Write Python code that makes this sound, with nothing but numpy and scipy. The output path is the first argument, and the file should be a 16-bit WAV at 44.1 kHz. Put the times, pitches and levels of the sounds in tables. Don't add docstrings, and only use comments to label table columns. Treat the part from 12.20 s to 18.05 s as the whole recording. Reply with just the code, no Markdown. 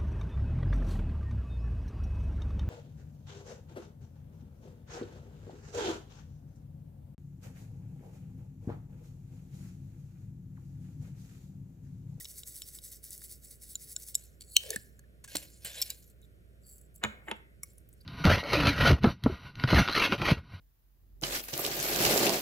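import sys
import numpy as np
from scipy import signal
from scipy.fft import rfft, irfft
from scipy.io import wavfile
from scipy.ndimage import uniform_filter1d

SR = 44100
rng = np.random.default_rng(int(sys.argv[2]) if len(sys.argv) > 2 else 0)


def pcm_store(signal):
    levels = np.round(np.clip(np.atleast_2d(signal), -1, 1) * 32767)
    wavfile.write(sys.argv[1], SR, levels.astype(np.int16).T)


def nominal_scale(level):
    x = np.asarray(level, float) / 20
    return 10 ** x


N = 257984
HZ = np.fft.rfftfreq(N, 1 / SR)

# (peak time [s], level [dB], share of the throw spent rising [0-1])
THROWS = [(0.0, -45.5, 0.32), (0.107, -49.5, 0.52), (0.186, -47.5, 0.53), (0.276, -47, 0.23),
          (0.362, -46.5, 0.37), (0.486, -49.5, 0.72), (0.556, -48.5, 0.56), (0.648, -48, 0.29),
          (0.721, -50, 0.38), (0.769, -55.5, 1), (0.844, -49.5, 0.19), (0.93, -46, 0.36),
          (1.042, -48, 0.61), (1.118, -48, 0.46), (1.249, -55.5, 0.45), (1.317, -53, 0.46),
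          (1.428, -52.5, 0.26), (1.508, -50.5, 0.4), (1.627, -50, 0.5), (1.728, -47.5, 0.81),
          (1.835, -49.5, 0.83), (1.887, -48.5, 0.51)]
# (frequency [Hz], density [dB per Hz])
GRAIN_SPECTRUM = [(530, -77.5), (900, -29), (2110, -9), (2400, -18.5), (3080, -15.5), (3560, -11.5),
                  (4600, -1.5), (13900, 2.5), (15700, 2.5), (16200, -41)]
# (frequency [Hz], width [Hz], level [dB])
JAR_HISS = [(3740, 260, -9), (7894, 320, -10), (10380, 1200, -12)]


def grains():
    throw_s = 0.034
    s, db, share = np.transpose(THROWS)[:, :, None]
    rise, fall = throw_s * np.clip([share, 1 - share], .08, 1)
    grid = np.arange(0, 2.1, .001)
    late = grid - s
    decay = abs(late / np.where(late < 0, rise, fall)) ** 1.16
    power = (nominal_scale(db) ** 2 * np.exp(-decay)).sum(0)
    level = np.sqrt(np.interp(np.arange(N) / SR, grid, power, right=0))
    clumps = nominal_scale(1.1 * evened(uniform_filter1d(rng.standard_normal(N), 150)))
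    impacts = colour(grit(9000, 3.5) * clumps, GRAIN_SPECTRUM, JAR_HISS)
    return nominal_scale(1.5) * level * patchy(impacts, 1.8)


# (time [s], peak # level [dB], frequency [Hz])
FLICKS = [(.0872, -46, 9000), (0.176, -47, 7800), (.183, -38.5, 7840), (0.269, -46, 8000),
          (.283, -40, 10000), (0.367, -41, 9500), (0.534, -43, 10000), (0.619, -45, 8500),
          (0.6464, -39, 10500), (1.2446, -44, 9000), (1.3104, -39, 10000), (1.4955, -41.5, 9000),
          (1.62, -44, 7450), (1.6945, -39, 10000), (1.8657, -44, 10000), (1.886, -34.5, 10000),
          (5.435, -38, 14300), (5.534, -53, 13800), (5.581, -47, 9400), (5.6889, -51, 14500),
          (5.7288, -49.5, 8440), (5.737, -55, 13300), (5.811, -56, 11400), (.0452, -37.5, 6200),
          (5.1127, -46, 1050), (4.838, -34, 1050)]


def flicks():
    out, t = np.zeros(N), np.arange(4000) / SR
    decay = nominal_scale(-60 * t / 0.016) + nominal_scale(-21.5 - 60 * t / 0.16)
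    for (s, db, hz), noise in zip(FLICKS, rng.standard_normal((len(FLICKS), len(t)))):
        width = 0.23 * hz
        burst = resonate(resonate(noise * decay, hz, width), hz, width)
        add(out, s, nominal_scale(db) * burst / abs(burst).max())
    return out


# (time [s], peak level of the ring at 6-9 kHz [dB], body against the ring [dB],
# edge against the ring [dB], contact t60 [s])
FORK_ON_JAR = [
    (0.0455, -46, -3, -0.5, 0.0074),
    (0.053, -45.5, 8.5, 1, 0.026),
    (0.2339, -44, 3.5, -10, 0.0078),
    (0.4181, -37, 1.5, -1, 0.0352),
    (0.5866, -53, 8.5, 10, 0.023),
    (1.0191, -63, -2.5, 11.5, 0.0088),
    (1.5544, -27.5, -9, -12, 0.00963),
    (1.7635, -26, -9.5, -13, 0.0076),
    (1.9524, -17.5, -14, -7, 0.0071),
]
# (frequency [Hz], level [dB], t60 [s])
JAR = [(1500, -10, .02), (2300, -12, .012), (3880, 0, .015), (4450, -9, .012), (5000, -9, .012),
       (5450, -5, .022), (7220, 0, .016), (7760, -3, .02), (7650, -34, .15), (9200, -6, .01),
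       (11630, -8, .012), (12560, -20, .02), (14200, -12, .015)]
# (frequency [Hz], level [dB], t60 [s])
JAR_NECK = [(1500, -15, 0.029), (2000, -15, 0.038), (3940, -9, 0.027), (4300, -9, 0.013), (5260, -26, .012),
            (5900, -15, .014), (7170, -5, 0.023), (7130, -15, .012), (6767, -24, .02), (9200, -30, .01),
            (10650, -20, .012), (12550, -20, .03), (14100, -24, .015)]


def fork_on_jar():
    taps = light(FORK_ON_JAR, -24.0)
    out = hits(taps[:6], JAR, -12, 830)
    out += hits(taps[6:7], JAR_NECK, -18, 780)
    return out + hits(taps[7:], JAR, -15.5, 876)


# (time [s], edge level [dB], ring against the edge [dB])
TICKS = [(0.8407, -37.5, -23), (0.906, -37.5, -5), (0.9298, -46, 7), (0.978, -39, -6.5),
         (1.0432, -44, -22.5), (2.0373, -51, -4.5), (2.053, -54, -4), (3.8402, -57.5, -8),
         (3.8986, -57.5, -5.5), (4.016, -62.5, -2), (4.5808, -52.5, -4), (4.613, -51.5, -17),
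         (4.7426, -58, -11), (4.759, -46.5, -10.5), (5.534, -70, -14), (5.5806, -53, -9), (5.6889, -63, -8),
         (5.729, -62.5, -2), (5.737, -65, -13), (5.812, -67, -11)]
# (time [s], ring level [dB], body against ring [dB], edge against ring [dB],
# contact t60 [s])
SNICKS = [
    (1.9449, -35.5, -5.5, -0.46, 0.012),
    (2.5045, -24, -10.5, -2, 0.011),
]
KNOCKS = [
    (2.5605, -25.5, -13.5, -3.5, 0.009),
    (2.7925, -52.5, -12.5, -2.5, 0.015),
    (3.04, -45.5, -4, -0.6, 0.059),
    (3.077, -47, -10, -12, 0.011),
    (3.1512, -41, 7.5, -6.5, 0.0196),
    (3.1553, -28, -5.5, 1.5, 0.018),
    (3.4465, -44.5, -3, 10.5, 0.038),
]
# (frequency [Hz], level [dB], t60 [s])
DULL = [(4384, -4, 0.031), (7970, -2, 0.0058), (10130, 8.5, .006), (14270, -2.5, 0.0017)]


def damped_knocks():
    ticks = [(s, edge + ring, edge - 40, edge - 31, edge, 0.019) for s, edge, ring in TICKS]
    return hits(ticks + light(SNICKS, -30.0) + light(KNOCKS, -4.0), DULL, 4.2, 790)


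# (start [s], length [s], level [dB], change over the stroke [dB])
RUBS = [(1.98, 0.34, -58.5, -32), (2.4, 0.125, -54, 3.5), (2.52, 0.042, -48, -1.5), (2.585, 0.21, -57, -30),
        (3.085, 0.0924, -55, 5.5), (3.185, 0.034, -49, -9), (3.225, 0.038, -49.5, -7),
        (3.26, 0.13, -60, -3.5), (3.41, 0.038, -60.5, 4.5), (3.455, 0.099, -45, -9.5),
        (3.545, 0.06, -48, -0.5), (3.64, 0.085, -53.5, 1), (3.73, 0.12, -58.5, -8), (3.8, 0.082, -65, -3.5),
        (3.9, 0.0175, -68, -3.5), (4.025, 0.02994, -76.5, 3), (5.46, 0.096, -66, -12),
        (5.578, 0.082, -73, -21), (5.68, .16, -87, 6)]
# (frequency [Hz], density [dB per Hz])
RUB_HIGH = [(2060, -43.5), (3500, -14), (5200, -1), (8620, -1), (11000, -4), (14100, 0), (15700, -8),
            (16200, -39)]
RUB_LOW = [(290, -33.5), (500, 0), (1290, -20.5), (1600, -3), (1960, -9), (2140, -5), (2730, -3.5),
           (5000, -9), (6500, -28.5), (11000, -120)]
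# (frequency [Hz], width [Hz], level [dB])
RUB_RING = [(4170, 290, -0.5), (7310, 620, -4), (10600, 2500, -5.5)]
# (start [s], length [s], level [dB], change [dB])
LID_SLIDE = [
    (2.245, .06, -69, 13),
    (2.312, .04, -52.5, 5),
]
# (frequency [Hz], width [Hz], level [dB])
LID_RING = [(4411, 300, 12.5), (6860, 150, 3), (7900, 250, 9), (10600, 300, 8.5), (13200, 400, -5)]
# (start [s], length [s], level [dB], change [dB])
SLIDES = [
    (2.212, 0.033, -56, -11.5),
    (4.42, 0.073, -75.5, 21),
    (4.494, 0.17, -53, -21.5),
    (4.755, 0.047, -61.5, -13),
    (5.035, 0.06, -81.5, 17),
    (5.165, 0.021, -66.5, -13),
]
# (frequency [Hz], density [dB per Hz])
SLIDE = [(2500, -40), (3800, -16), (6000, -14), (7000, -6), (9200, -6), (12000, -4), (16000, -8)]
# (frequency [Hz], width [Hz], level [dB])
SLIDE_RING = [(4600, 250, 7), (7680, 380, 13.5), (10900, 900, 3.5), (13900, 900, 0.5)]


def rubs():
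    clumps = nominal_scale(2.0 * evened(uniform_filter1d(rng.standard_normal(N), 200)))
    slip = grit(11000, 3.3) * clumps
    bright = stroke(RUBS) * patchy(colour(slip, RUB_HIGH, RUB_RING), 4.1)
    dull = stroke(RUBS, offset_db=-4.5, growth=1.8) * evened(colour(slip, RUB_LOW))
    skim = stroke(LID_SLIDE) * patchy(colour(slip, SLIDE, LID_RING), 3.0)
    singing = stroke(SLIDES) * patchy(colour(slip, SLIDE, SLIDE_RING), 2.6)
    return bright + dull + skim + singing


# (start [s], length [s], from [Hz], to [Hz],
# level [dB])
CREAKS = [(0.004, 0.0131, 2080, 1760, -59.5), (2.419, 0.087, 453, 520, -56), (2.424, 0.12, 600, 623, -60.5),
          (2.48, 0.053, 510, 387, -45), (2.528, 0.0269, 503, 437.4, -46.5),
          (3.445, 0.033, 3060, 3000, -56.5), (3.481, 0.09, 3400, 3650, -59),
          (3.555, 0.067, 3770, 4030, -50.5), (3.56, 0.041, 2200, 2150, -62),
          (3.565, 0.037, 3425, 3500, -52), (4.016, 0.043, 3810, 3680, -69.5),
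          (4.426, .09, 4660, 4600, -72.5), (5.803, 0.022, 4600, 4740, -64), (5.806, 0.014, 4000, 4000, -70)]


def creaks():
    out = np.zeros(N)
    for s, length, from_hz, to_hz, db in CREAKS:
        hz = np.linspace(from_hz, to_hz, round(length * SR))
        slips = rng.standard_normal(len(hz)) * (rng.random(len(hz)) < .05)
        width = 50 + 0.055 * from_hz
        tone = evened(resonate(resonate(slips, hz, width), hz, width))
        add(out, s, nominal_scale(db) * tone * signal.windows.tukey(len(hz), .6))
    return out


# (time [s], ring level [dB], body against ring [dB], edge against ring [dB],
# contact t60 [s])
RIM_TOUCHES = [
    (2.2085, -45, 0.62, -8, 0.012),
    (2.218, -49, 1, -8, 0.0096),
    (2.2235, -53.5, 0.25, -8, 0.0056),
    (2.238, -58, 0, -8.5, 0.0071),
    (3.1676, -26, -1.7, -4, 0.013),
]
# (frequency [Hz], level [dB], t60 [s])
RIM = [(2320, -12, 0.02), (4470, -0.5, 0.017), (4530, -3, 0.014), (5800, -7.5, .035), (7270, -4, 0.024),
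       (7560, -1.5, 0.021), (9100, -3.5, .03), (10728, -11, .02), (12500, -12, .015), (14190, -8, .012)]


def rim_touches():
    return hits(light(RIM_TOUCHES, -23), RIM, -8, 1100)


# (time [s], ring level [dB], body against ring [dB], edge against ring [dB],
# contact t60 [s])
LID_CLAP = [
    (2.366, -12, 1, -3.5, 0.014),
]
# (frequency [Hz], level [dB], t60 [s])
LID = [(2250, -26, .008), (2995, -3, .035), (3110, -3, .025), (3770, -6, .02), (4205, 2, .02),
       (5610, -12, .02), (5970, -10, .022), (6220, -3, .01), (6950, -10, .01), (8015, -6, .014),
       (9000, -8, .008), (12200, -6, .006), (15600, -8, .006)]


def lid_clap():
    return hits(light(LID_CLAP, -27.5), LID, -14, 1200)


# (time [s], ring level [dB], body against ring [dB], edge against ring [dB],
# contact t60 [s])
LID_TURNS = [
    (3.6158, -34.5, 7.5, 13.5, 0.022),
    (3.6219, -22.5, -2.5, -13.5, 0.034),
    (3.7021, -28, -6, -2.3, 0.023),
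]
# (frequency [Hz], level [dB], t60 [s])
THREAD = [(1740, -19, 0.024), (2370, -9.5, 0.035), (4710, -0.5, 0.015), (5470, 5, 0.021),
          (7646, -0.5, 0.0079), (9170, -11, 0.014), (10790, -11, 0.027), (14100, -2, 0.013)]
# (frequency [Hz], level [dB], t60 [s])
THREAD_END = [(2330, -6, 0.035), (2820, -12, 0.036), (3960, -3.5, 0.067), (4880, 2.5, .03),
              (7200, 0, 0.018), (7620, -2.5, .015), (11440, -6, 0.022), (13900, -2, 0.018)]


def lid_turns():
    turns = light(LID_TURNS, -24.5)
    return hits(turns[:2], THREAD, -4.5, 540) + hits(turns[2:], THREAD_END, -7, 590)


# (time [s], peak level [dB], frequency [Hz], t60 [s])
TIN = [(.419, -44, 5464, .09), (1.019, -50.5, 1724, .0037), (1.764, -57.5, 1500, .05),
       (1.952, -40, 11630, .06), (1.953, -41, 9200, .03), (2.366, -50, 450, .025), (2.366, -51, 1050, .012),
       (2.369, -47, 3097, .4), (3.169, -29.5, 9170, .025), (3.169, -52, 14190, .1),
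       (3.172, -43.5, 7580, .118), (3.617, -44, 14190, .17), (3.619, -44, 12550, .24),
       (3.62, -50, 7224, .18), (5.1135, -38, 10300, .0086)]


def free_rim():
    return rings(TIN, 0.91)


# (time [s], peak level [dB], frequency [Hz], t60 [s])
NECK = [
    (2.5042, -47, 1720, 0.02),
    (2.5306, -40.5, 1792, 0.0244),
    (2.5617, -30, 1740, 0.0177),
    (2.5795, -70.5, 1800, 0.0188),
    (2.7904, -61.5, 1680, 0.024),
    (2.8383, -65, 1740, 0.024),
    (3.044, -55.5, 1704, 0.0353),
    (3.0787, -55, 1620, 0.065),
]


def neck_air():
    return rings(NECK, 7.7)


# (time [s], ring level [dB], body against ring [dB], edge against ring [dB],
# contact t60 [s])
FORK_IN_BOWL = [
    (5.4331, -36, -12.5, 5.2, 0.009),
]
# (frequency [Hz], level [dB], t60 [s])
BOWL = [(1143, 8.5, 0.037), (2218, -7, 0.032), (3350, -23, 0.0186), (4820, -13.5, 0.022),
        (5750, 3.5, 0.022), (5800, -9, 0.046), (7180, -5, 0.0205), (7800, 3, 0.015), (10497, -4, 0.025),
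        (10970, -6, 0.034), (13500, 1, .008)]


def fork_in_bowl():
    return hits(light(FORK_IN_BOWL, 3.5), BOWL, -17.0, 1190)


# (time [s], thud level [dB], body against thud [dB], ring against thud [dB],
# contact t60 [s])
SET_DOWN = [
    (4.8305, -48, -4, -39.5, 0.055),
    (4.8374, -21.5, -1, -5, 0.019),
    (4.8465, -24.5, -13, -12.5, 0.03),
    (5.0822, -31, -28.5, -22, 0.0497),
    (5.1122, -27, -5, -20, 0.041),
]
# (frequency [Hz], level [dB], t60 [s])
COUNTER = [(578, -10, 0.12), (973, -12, 0.043), (1070, -8, 0.022), (1295, -4.5, 0.04), (1506, -1.5, 0.029),
           (1640, -6, 0.047), (1826, -1.5, 0.036), (2200, 0, 0.038), (2450, 3, .02), (3000, 2, 0.032),
           (3500, 7.5, .015), (3830, 11, 0.0153), (6810, 0, 0.012), (6960, 12, 0.016)]
# (frequency [Hz], level [dB], t60 [s])
ROCKING = [(406, -4, 0.052), (520, -3.5, 0.085), (914, -4, 0.085), (1160, -7.5, 0.057), (1284, -6.5, 0.052),
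           (1880, -2.5, 0.019), (2150, -1, 0.03), (2316, -2.5, 0.046), (2770, 2, 0.025), (2980, 6.5, 0.023),
           (3350, 4, 0.016), (3650, 8.5, 0.017), (4200, -24, 0.03003), (7100, 10, 0.015)]


def set_down():
    landings = heavy(SET_DOWN, -11)
    return hits(landings[:3], COUNTER, -12.0, 267) + hits(landings[3:], ROCKING, -8.5, 330)


# (start [s], length [s], level [dB], change [dB])
SHUDDERS = [
    (4.822, 0.013, -58.5, 16),
    (4.85, 0.017, -41, -10.5),
    (5.072, 0.0068, -58, 10),
    (5.092, 0.019, -51, 4),
    (5.122, 0.018, -46, -11.5),
    (4.87, 0.22, -57.5, -17.5),
    (5.14, 0.11, -60, -26),
]
# (frequency [Hz], density [dB per Hz])
SHUDDER = [(250, -13), (500, 5), (1200, 0), (2600, -7), (3800, -16), (4800, -38), (9000, -45)]


def shudder():
    return stroke(SHUDDERS) * patchy(colour(grit(5000, 4.2), SHUDDER), 2.5)


# (time [s], peak level [dB], frequency [Hz], t60 [s])
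THUMPS = [(2.562, -37.5, 212, 0.0249), (2.575, -52, 110.8, 0.164), (3.152, -35, 295, 0.0497),
          (3.153, -33, 612, 0.0162), (3.160, -46, 170, 0.085), (3.447, -47, 163.9, 0.033),
          (4.8385, -45, 3830, 0.0206), (4.840, -35.5, 214.5, 0.173), (4.845, -44.5, 77.1, 0.2),
          (4.850, -43, 120.3, 0.157), (5.087, -49, 316, 0.195), (5.1125, -33, 3380, 0.0156),
          (5.118, -42, 216, 0.074)]


def thumps():
    return rings(THUMPS, 0.29)


# (frequency [Hz], level [dB])
NEAR_SIDE = [(60, -8), (200, -7), (380, -3.5), (1290, -1), (2380, -1.5), (4400, -4), (8120, -21),
             (15000, -19.5)]
# (frequency [Hz], level [dB])
BASS_LEAN = [(100, -9.5), (250, -12), (500, -40.5)]


def front_side(front):
    quadrature = signal.hilbert(colour(front, NEAR_SIDE)).imag
    return -quadrature - colour(front, BASS_LEAN)


# (frequency [Hz], level [dB])
FAR_SIDE = [(60, -6), (380, -5), (700, 3.5), (1290, 6.5), (2380, 3.5), (4400, 4.5), (8120, -23),
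            (15000, -16.5)]


def far_side(x):
    return colour(x, FAR_SIDE)


# (frequency [Hz], t60 [s])
KITCHEN = [(100, 0.94), (700, 0.24), (2100, 0.58), (2900, 0.32), (4000, 0.3), (7000, 0.28), (9500, .35),
           (16000, 0.77)]


def kitchen(x):
    taps = np.zeros((2, SR // 2))
    slots = np.arange(200, SR // 2 - 20, 20)
    at = slots + rng.integers(0, 20, (2, len(slots)))
    np.put_along_axis(taps, at, rng.choice([-1., 1.], at.shape), 1)
    hz, t, z = signal.stft(taps, SR, nperseg=256)
    tail = signal.istft(z * nominal_scale(-60 * t / read(KITCHEN, hz)[:, None]), SR, nperseg=256)[1]
    mid, side = signal.fftconvolve(x[None], tail / np.linalg.norm(tail[0]), axes=1)[:, :N]
    return np.array([mid, far_side(side)])


# (frequency [Hz], density [dB per Hz])
AIR = [(42, -19.5), (72, -7.5), (113, -9.5), (174, -14), (262, -22), (412, -21), (640, -28.5), (871, -51),
       (1430, -38.5), (2960, -45.5), (4660, -49), (14500, -45.5), (16200, -63)]


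def air():
    a, b = rng.standard_normal((2, N))
    wash = nominal_scale(-62.5) * colour(np.array([a, b]), AIR) / np.std(colour(a, AIR))
    waver = evened(resonate(rng.standard_normal(N), .01, 3.0))
    turn = 2 * np.pi * np.cumsum(59 + 0.47 * waver) / SR
    hum, late_hum = nominal_scale(-57.5) * np.sin([turn, turn + 1.9])
    lean = np.clip(read([(60, 0.86), (300, 0.48), (700, .0)], HZ), 0, 1)
    side = irfft(rfft(wash[1]) * np.sqrt(1 - lean ** 2) - rfft(wash[0]) * lean, N) + 0.92 * late_hum
    return np.array([wash[0] + hum, far_side(side)])


def hits(events, body, crack_db, low_hz):
    out, t = np.zeros(N), np.arange(9000) / SR
    hz, db, t60 = np.transpose(body)[:, :, None]
    edges = [(low_hz, 2500), (2500, 6000), (6000, 9000), (9000, 16500)]
    bands = [signal.butter(3, e, "band", fs=SR, output="sos") for e in edges]
    for s, high_db, low_db, mid_db, top_db, contact in events:
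        grip = rng.standard_normal((len(body), 2))
        decay = nominal_scale(db + 1.5 * grip[:, :1] - 60 * t / t60)
        ring = decay * np.sin(2 * np.pi * hz * (1 + .005 * grip[:, 1:]) * t)
        u = t / max(contact, .001)
        bumps = nominal_scale(4.0 * rng.standard_normal(len(t) // 30 + 1)).repeat(30)[:len(t)]
        chatter = rng.standard_normal(len(t)) * bumps
        touch = chatter * nominal_scale(-60 * u) * np.minimum(u / 0.081, 1)
        knock = np.arange(len(t)) == round(.05 * contact * SR)
        blow = 0.4 * touch / np.linalg.norm(touch) + knock
        sound = evened(signal.fftconvolve(blow, ring.sum(0))[:len(t)])
        sound = sound + nominal_scale(crack_db) * evened(touch)
        levels = (low_db, mid_db, high_db, top_db)
        for band, band_db, sign in zip(bands, levels, (1, -1, 1, -1)):
            part = signal.sosfilt(band, signal.sosfilt(band, sound))
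            add(out, s - .0006, sign * nominal_scale(band_db + 3.5) * part / abs(part).max())
    return out


def light(rows, thud_db):
    return [(s, db, db + body + thud_db, db + body, db + edge, contact)
            for s, db, body, edge, contact in rows]


def heavy(rows, edge_db):
    return [(s, db + ring, db, db + body, db + ring + edge_db, contact)
            for s, db, body, ring, contact in rows]


def rings(events, rise_turns):
    out, t = np.zeros(N), np.arange(12000) / SR
    for s, db, hz, t60 in events:
        shape = nominal_scale(-60 * t / t60) * (1 - np.exp(-t * hz / rise_turns))
        add(out, s, nominal_scale(db) * shape / shape.max() * np.sin(2 * np.pi * hz * t))
    return out


def stroke(rows, offset_db=0, growth=1):
    t, gain = np.arange(N) / SR, np.zeros(N)
    for s, length, db, change_db in rows:
        level_db = db + change_db * np.clip((t - s) / length, 0, 1)
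        fade_in = np.clip((t - s + .01) / .01, 0, 1)
        fade_out = np.clip((s + length + .02 - t) / .02, 0, 1)
        gain = np.maximum(gain, fade_in * fade_out * nominal_scale(offset_db - 50 + growth * (level_db + 50)))
    return gain


def grit(per_s, spread_db):
    size = nominal_scale(spread_db * np.minimum(rng.exponential(1, N), 4)) * rng.choice([-1., 1.], N)
    return evened(size * (rng.random(N) < per_s / SR))


def patchy(x, patchy_db):
    z = signal.stft(x, nperseg=256)[2]
    patches = rng.standard_normal(z.shape[::-1]).T
    patches = evened(uniform_filter1d(uniform_filter1d(patches, size=7, axis=0), size=9, axis=1))
    return evened(signal.istft(z * nominal_scale(patchy_db * patches), nperseg=256)[1][:N])


def colour(x, points, peaks=()):
    lift = 1
    for hz, width, db in peaks:
        lift = lift + nominal_scale(db + 10) / (1 + (2 * (HZ - hz) / width) ** 2)
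    return irfft(rfft(x, N) * nominal_scale(read(points, HZ)) * lift, N)


def resonate(x, hz, width):
    turn = np.exp(2j * np.pi * np.cumsum(hz * np.ones(len(x))) / SR)
    r = np.exp(-np.pi * width / SR)
    return 2 * (turn * signal.lfilter([1 - r], [1, -r], x / turn + 1e-18)).real


def read(points, hz):
    f, value = np.transpose(points)
    return np.interp(np.log(hz + 1), np.log(f + 1), value)


def evened(x):
    return x / np.sqrt(np.mean(x ** 2) + 1e-20)


def add(mix, s, sound):
    part = mix[round(s * SR):][:len(sound)]
    part += sound[:len(part)]


def scene():
    near = grains() + fork_on_jar() + damped_knocks() + rubs() + creaks()
    near += rim_touches() + lid_clap() + lid_turns() + free_rim() + neck_air() + fork_in_bowl()
    counter = set_down() + shudder() + thumps()
    front = near + counter
    direct = np.array([front, front_side(front)])
    echo = kitchen(nominal_scale(-21) * near + nominal_scale(-13.5) * counter)
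    mid, side = direct + echo + air() + flicks() * np.array([[1], [.08]])
    return np.array([mid + side, mid - side])


def smear(x, t60, db):
    t = np.arange(1000) / SR
    band = signal.butter(2, (700, 7000), "band", fs=SR)
    ahead = signal.lfilter(*band, rng.standard_normal(len(t))) * nominal_scale(-60 * t / t60)
    ahead = nominal_scale(db) * ahead / np.linalg.norm(ahead)
    return x + signal.oaconvolve(x[:, ::-1], ahead[None], axes=1)[:, :N][:, ::-1]


def low_pass(x):
    return signal.sosfilt(signal.butter(12, 16830, fs=SR, output="sos"), x)


def record(dry):
    edge = signal.firwin(255, 16600, window=("kaiser", 5), fs=SR)
    smeared = smear(dry, t60=.024, db=-20)
    return low_pass(signal.oaconvolve(smeared, edge[None], "same"))


dry = scene()
out = record(dry)
pcm_store(out)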